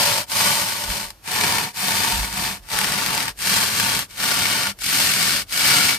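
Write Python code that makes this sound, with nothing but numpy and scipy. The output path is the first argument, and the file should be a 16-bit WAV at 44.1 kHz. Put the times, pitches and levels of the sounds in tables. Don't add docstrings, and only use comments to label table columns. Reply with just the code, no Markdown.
import sys
import numpy as np
from scipy import signal
from scipy.fft import rfft, irfft, next_fast_len
from scipy.io import wavfile

SR = 44100
rng = np.random.default_rng(int(sys.argv[2]) if len(sys.argv) > 2 else 0)


def wav_record(signal):
    frames = np.transpose(np.atleast_2d(signal))
    bounded = np.clip(frames, -1, 1)
    quanta = np.round(bounded * 32767).astype(np.int16)
    wavfile.write(sys.argv[1], SR, quanta)


def attenuation_scalar(level_db):
    decades = np.asarray(level_db, float) / 20
    return 10 ** decades


N = 263718


def saw():
    # turn in seconds, rest in s, cutting in s, speed-up in s, slow-down in s.
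    strokes = [
        (0.0, -.2, .44, 0.052, .035),
        (0.265, 0.021, .803, .065, .1),
        (1.179, .066, .458, 0.088, 0.086),
        (1.721, .024, .826, .065, .085),
        (2.61, .032, .672, 0.043, 0.038),
        (3.346, 0.034, 0.671, 0.073, 0.041),
        (4.074, 0.03, .618, 0.066, 0.031),
        (4.763, .033, .635, .07, 0.033),
        (5.461, .03, .488, .085, .035),
    ]
    echo_db = -9.5
    out = np.zeros((2, N + SR))
    cells, lumps = bursting_cells(), [snaps(0), snaps(1)]
    ends_s = [row[0] for row in strokes[1:]] + [N / SR]
    for k, (row, end_s) in enumerate(zip(strokes, ends_s)):
        pull = k % 2
        a, sound = stroke(row, end_s, pull, cells, lumps)
        out[:, a:a + sound.shape[1]] += sound + attenuation_scalar(echo_db) * cab(sound)
    return out[:, :N]


def stroke(row, end_s, pull, cells, lumps):
    # low edge in Hz, high edge in Hz.
    bands_hz = [(1300, 6500), (400, 1300), (6500, 14500), (80, 400)]
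    lump_reach = [0.34, 0.15, 0.43, 0.028]
    # frequency in Hz, width in Hz, left minus right in dB.
    rings = [(100.5, 14.6, 23.5), (197, 16, 0), (277.5, 17, -1), (427, 39, 2.5), (579.4, 26.5, 12),
             (734, 18, 13.5), (911, 66, 0), (1160, 34, -3), (1453, 204, -1), (1806, 200, 0.5),
             (2248, 108, -3), (3080, 51, -13), (4530, 1700, 1.5), (8680, 1070, -2.5)]
    ring_depth_db = [(7, 3, 5.4, 3.5), (5.3, 9.9, 9.6, 6.5), (4.5, 2.5, 4, 12.6), (2.5, 12, 6.8, 7),
                     (20.5, 2.7, 2.5, 8.6), (6.6, 14.7, 9.4, 12.5), (13.5, 17.1, 9.9, 7.3), (3, 5, 9, -4),
                     (2.3, .3, 4, 9), (1, 5.5, 5, 1), (3.1, 11.2, 2.8, 8.7), (0.82, 0.76, 2.2, 4.3),
                     (4.9, 2.7, 1.1, 5.4), (1.4, 1.1, 3.5, 3.3)]
    ring_pull_db = (0.56, 2, -1, -1.1, -0.46, 0.49, -0.56, 3, 0.26, -1, -1, -0.13, .5, -0.44)
    # frequency in Hz, level in dB per Hz.
    tear_colour = [(60, -19), (150, -7), (330, -13.5), (500, -17), (800, -16.5), (1300, -6.5), (2500, 1),
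                   (5000, -0.5), (7000, -2), (11500, -3.5), (14400, -1.5), (15200, -45)]
    # frequency in Hz, left minus right in dB.
    lean = [(60, -18.5), (210, -1.5), (400, -8), (800, -9), (1300, 6), (1900, 7.5), (3500, 5), (6000, 1),
            (9000, -5), (12000, -1.5), (15000, 5.5)]
    # frequency in Hz, width in Hz, level in dB.
    dips = [(372, 180, -3), (487, 60, -3), (788, 36, -4), (1004, 39, -3), (1278, 65, -6.5),
            (3740, 1000, -1.5)]
    depth_s = (.1, 1.6, 3.2, 5.7)
    lean_db = (.1, .1, 0.5, 0.5)

    turn_s, rest_s, cutting_s, rise_s, fall_s = row
    a, b = round(turn_s * SR), round(end_s * SR)

    def deep(values):
        return np.interp((turn_s + end_s) / 2, depth_s, values)

    size = 2 * next_fast_len((b - a) // 2 + 2048)
    t, hz = np.arange(a, b) / SR, np.fft.rfftfreq(size, 1 / SR)
    side = np.array([[.5], [-.5]])

    ring_power = 0
    for (f, width, pan_db), depths_db, pull_db in zip(rings, ring_depth_db, ring_pull_db):
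        ring_db = deep(depths_db) + pull * pull_db + side * pan_db
        ring_power = ring_power + attenuation_scalar(2 * ring_db) / (1 + (2 * (hz - f) / width) ** 2)
    dips_db = sum(db / (1 + (2 * (hz - f) / width) ** 2) for f, width, db in dips)
    colour_db = read(tear_colour, hz) + dips_db + side * (read(lean, hz) + deep(lean_db))
    body = attenuation_scalar(colour_db) * np.sqrt(1 + ring_power)
    ringing = causal(body.mean(0)) * body / body.mean(0)

    edges = [1 / (1 + (hz / f) ** 10) for f in (55, 400, 1300, 6500)]
    shares = [edges[3] - edges[2], edges[2] - edges[1], 1 - edges[3], edges[1] - edges[0]]
    levels_db = band_levels(t, turn_s + rest_s, cutting_s, rise_s, fall_s, deep, pull)
    drive = 0
    for k, ((lo, hi), share, level_db) in enumerate(zip(bands_hz, shares, levels_db)):
        inside = (hz > lo) & (hz < hi)
        loudness = np.sqrt((body[:, inside] ** 2).mean(0).sum() / len(hz))
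        snap = lumps[k == 2][:, a:b]
        force = cells[:, a:b] * attenuation_scalar(level_db + 1.0) + snap * lump_reach[k]
        drive = drive + rfft(force, size) * share / loudness
    return a, irfft(port_pair(*drive, hz) * ringing, size)


def band_levels(t, start_s, cutting_s, rise_s, fall_s, deep, pull):
    # time in seconds, tearing level in dB.
    pressure = [(0.0, -16.5), (.2, -20.5), (.44, -16.5), (.76, -27), (.95, -23.5), (1.47, -18.5),
                (1.86, -20.5), (2.44, -21.5), (3.2, -23.5), (3.5, -17), (3.8, -19), (4.0, -22),
                (4.28, -19.5), (4.67, -21.5), (4.97, -17), (5.4, -19), (5.7, -13.5), (5.98, -18)]
    # time in seconds, level in dB, half length in seconds.
    stalls = [
        (0.862, -3, 0.034),
        (2.309, -9, .045),
        (3.707, -5, 0.071),
        (2.668, -18, 0.038),
        (4.15, -14, 0.04),
        (2.22, -4.5, .08),
        (3.255, -4, .02),
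        (2.38, -3, .04),
        (5.14, -2, .06),
    ]
    creep_in_s, creep_out_share = 0.0095, .19
    thud_db, thud_late_db, thud_late_s = (-4.5, -4, -5.5, -12), (-3, -2, 1, -8), 0.051
    pull_thud_db, pull_late_db, pull_late_s = -.8, (-2, -.5, -3, -9), .2
    fizz_db, fizz_per_db, fizz_sag_db, pull_fizz_db = (-1.8, -2.6, -2.8, -2.6), -.06, -1.8, 1.1
    shake_db, shake_per_db, pull_shake_db = (-15.5, -9.5, -11.5, -15.5), -0.03, -.3
    shake_late_db, shake_late_s = -8.5, 0.083

    ahead_s = t - start_s
    speed = eased(ahead_s, creep_in_s, rise_s)
    speed = speed * eased(cutting_s - ahead_s, creep_out_share * fall_s, fall_s)
    stall_db = sum(db * np.exp(-((t - s) / half_s) ** 2) for s, db, half_s in stalls)
    tear = np.interp(t, *np.transpose(pressure)) + stall_db + 20 * np.log10(speed + 1e-3)
    over_db, since_s = np.maximum(tear + 20, -20), np.maximum(ahead_s, 0)

    thud = deep(thud_db) + deep(thud_late_db) * np.exp(-since_s / thud_late_s)
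    thud = thud + pull * (pull_thud_db + deep(pull_late_db) * np.exp(-since_s / pull_late_s))
    fizz = deep(fizz_db) + pull * pull_fizz_db
    fizz = fizz + fizz_per_db * over_db + fizz_sag_db * since_s / cutting_s
    shake = deep(shake_db) + pull * pull_shake_db
    shake = shake + shake_late_db * np.exp(-since_s / shake_late_s) + shake_per_db * over_db
    return tear, tear + thud, tear + fizz, tear + shake


def eased(ahead_s, creep_s, reach_s):
    return 1 - np.exp(-creep_s * np.logaddexp(0, ahead_s / creep_s) / reach_s)


def bursting_cells(per_s=12000, spread_db=1.0, bites_per_s=120, bite=0.39):
    clump_db = .9 * wobble(12, 50) + .7 * wobble(50, 250)
    bites = np.minimum(rng.exponential(1, N), 2.4) * (rng.random(N) < bites_per_s / SR)
    rush = 1 + bite * signal.oaconvolve(bites, attenuation_scalar(-60 * np.arange(800) / SR / 0.0086))[:N]
    size_db = spread_db * np.minimum(rng.exponential(1, N), 4) + clump_db
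    size = attenuation_scalar(size_db) * (rng.random(N) < per_s / SR)
    return evened(size * rush * rng.choice([-1., 1.], (2, N)))


def snaps(bright):
    # time in seconds, peak in dB, brightness in dB.
    lumps = [(0.2965, -24, -6), (0.317, -11, -15), (0.9011, -12, -7), (1.1033, -20.5, -3.5),
             (1.7433, -29, -6), (1.8824, -10, -5), (1.9196, -7, -14), (2.1216, -8, -12), (2.6873, -30, -3),
             (2.6999, -23, -11), (2.7873, -7, -1), (2.8131, -11, -5), (2.843, -6, -7), (2.9914, -14, -15),
             (3.0618, -10, -6), (3.151, -15, -0.5), (3.2037, -10.5, -9), (3.2804, -10.5, -10),
             (3.389, -24, 2), (3.798, -7, -4), (3.9906, -9.5, -2), (4.455, -5.5, -14), (4.5335, -10, -12),
             (4.669, -9.5, -8), (4.788, -29.5, -2), (4.819, -19.5, -3), (5.0006, -6.5, -3.5),
             (5.494, -36, -7), (5.5243, -24, -11), (5.911, -14, -3.5)]
    out, t = np.zeros((2, N + 600)), np.arange(600) / SR
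    decay = np.exp(-(t / .003) ** 2) + .35 * attenuation_scalar(-60 * t / .05)
    shape = np.minimum(t / .0008, 1) * decay
    crackles = rng.choice([-1., 1.], (len(lumps), 2, 600))
    for (s, db, bright_db), crackle in zip(lumps, crackles):
        at = round(s * SR)
        out[:, at:at + 600] += attenuation_scalar(db + 2.5 + bright * bright_db) * shape * crackle
    return out[:, :N]


def cab(x, t60_s=0.066, low_hz=900):
    at = np.arange(40, 6000, 20) + rng.integers(0, 20, (2, 298))
    taps = np.zeros((2, 6100))
    np.put_along_axis(taps, at, rng.choice([-1., 1.], at.shape) * attenuation_scalar(-60 * at / SR / t60_s), 1)
    taps = taps / np.linalg.norm(taps[0])
    taps = signal.lfilter(*signal.butter(2, low_hz, "high", fs=SR), taps)
    return signal.oaconvolve(x, taps, axes=1)[:, :x.shape[1]]


def causal(gain):
    log = np.log(np.maximum(np.concatenate([gain, gain[-2:0:-1]]), 1e-5))
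    return gain * np.exp(-1j * signal.hilbert(log).imag[:len(gain)])


def port_pair(a, b, hz):
    # frequency in Hz, left-right likeness from 0 to 1.
    likeness = [(40, .96), (210, .94), (350, .62), (600, .92), (950, .92), (1400, .78), (2200, .45),
                (4500, .35), (7000, .15), (15000, 0)]
    # frequency in Hz, left's lead in radians.
    lead = [(100, .1), (700, .3), (1300, 1.5), (1900, 0), (2600, .4), (3600, -2), (4600, 0), (5400, 1),
            (15000, 0)]
    same = np.clip(read(likeness, hz), 0, 1)
    left = a * np.exp(1j * read(lead, hz))
    right = same * a + np.sqrt(1 - same ** 2) * b
    return np.array([left, right])


def read(points, hz):
    f, value = np.transpose(points)
    return np.interp(np.log(hz + 1), np.log(f + 1), value)


def evened(x):
    return x / np.sqrt(np.mean(x ** 2) + 1e-20)


def wobble(lo_hz, hi_hz):
    band = signal.butter(2, [lo_hz, hi_hz], "band", fs=SR, output="sos")
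    return evened(signal.sosfilt(band, rng.standard_normal(N)))


def steady(colour):
    hz = np.fft.rfftfreq(N, 1 / SR)
    pair = port_pair(*rfft(rng.standard_normal((2, N))), hz)
    return evened(irfft(pair * attenuation_scalar(read(colour, hz)), N))


def background():
    # frequency in Hz, level in dB per Hz.
    hum = [(12, -37), (20, -25), (38, 7), (54, 13), (66, -2.5), (110, -5), (140, -42), (240, -120)]
    # frequency in Hz, level in dB per Hz.
    hiss = [(47, -34), (80, -4.5), (246, -15.5), (981, -20), (1140, -19), (1420, -21), (1960, -26),
            (5180, -25), (7480, -30), (14000, -26.5)]
    # time in seconds, level in dB, half length in seconds.
    thumps = [
        (0.9, -32, .04),
        (2.198, -29, 0.062),
        (2.5, -47, .15),
        (3.1, -54, .3),
        (2.3, -45, .1),
        (1.084, -47.5, 0.053),
        (3.96, -45, 0.044),
        (5.411, -49, 0.066),
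        (5.63, -47, .04),
    ]
    rumble_db, sway_db, hiss_db = -59, 3.5, -54.2 + 3.0
    t = np.arange(N) / SR
    level = attenuation_scalar(rumble_db + sway_db * wobble(1, 11))
    level = level + sum(attenuation_scalar(db) * np.exp(-((t - s) / half_s) ** 2) for s, db, half_s in thumps)
    rumble = steady(hum) * level * attenuation_scalar(np.array([[-1.1], [1.1]]))
    return rumble + attenuation_scalar(hiss_db) * steady(hiss)


def scene():
    return attenuation_scalar(-2.5) * saw() + background()


def top_cut(x):
    return signal.sosfilt(signal.butter(12, 15740, fs=SR, output="sos"), x)


def record(dry):
    rounded = np.tanh(dry)
    low_pass = signal.firwin(1201, 14540, window=("kaiser", 7), fs=SR)
    limited = signal.oaconvolve(rounded, low_pass[None], "same")
    return top_cut(limited)


dry = scene()
out = record(dry)
wav_record(out)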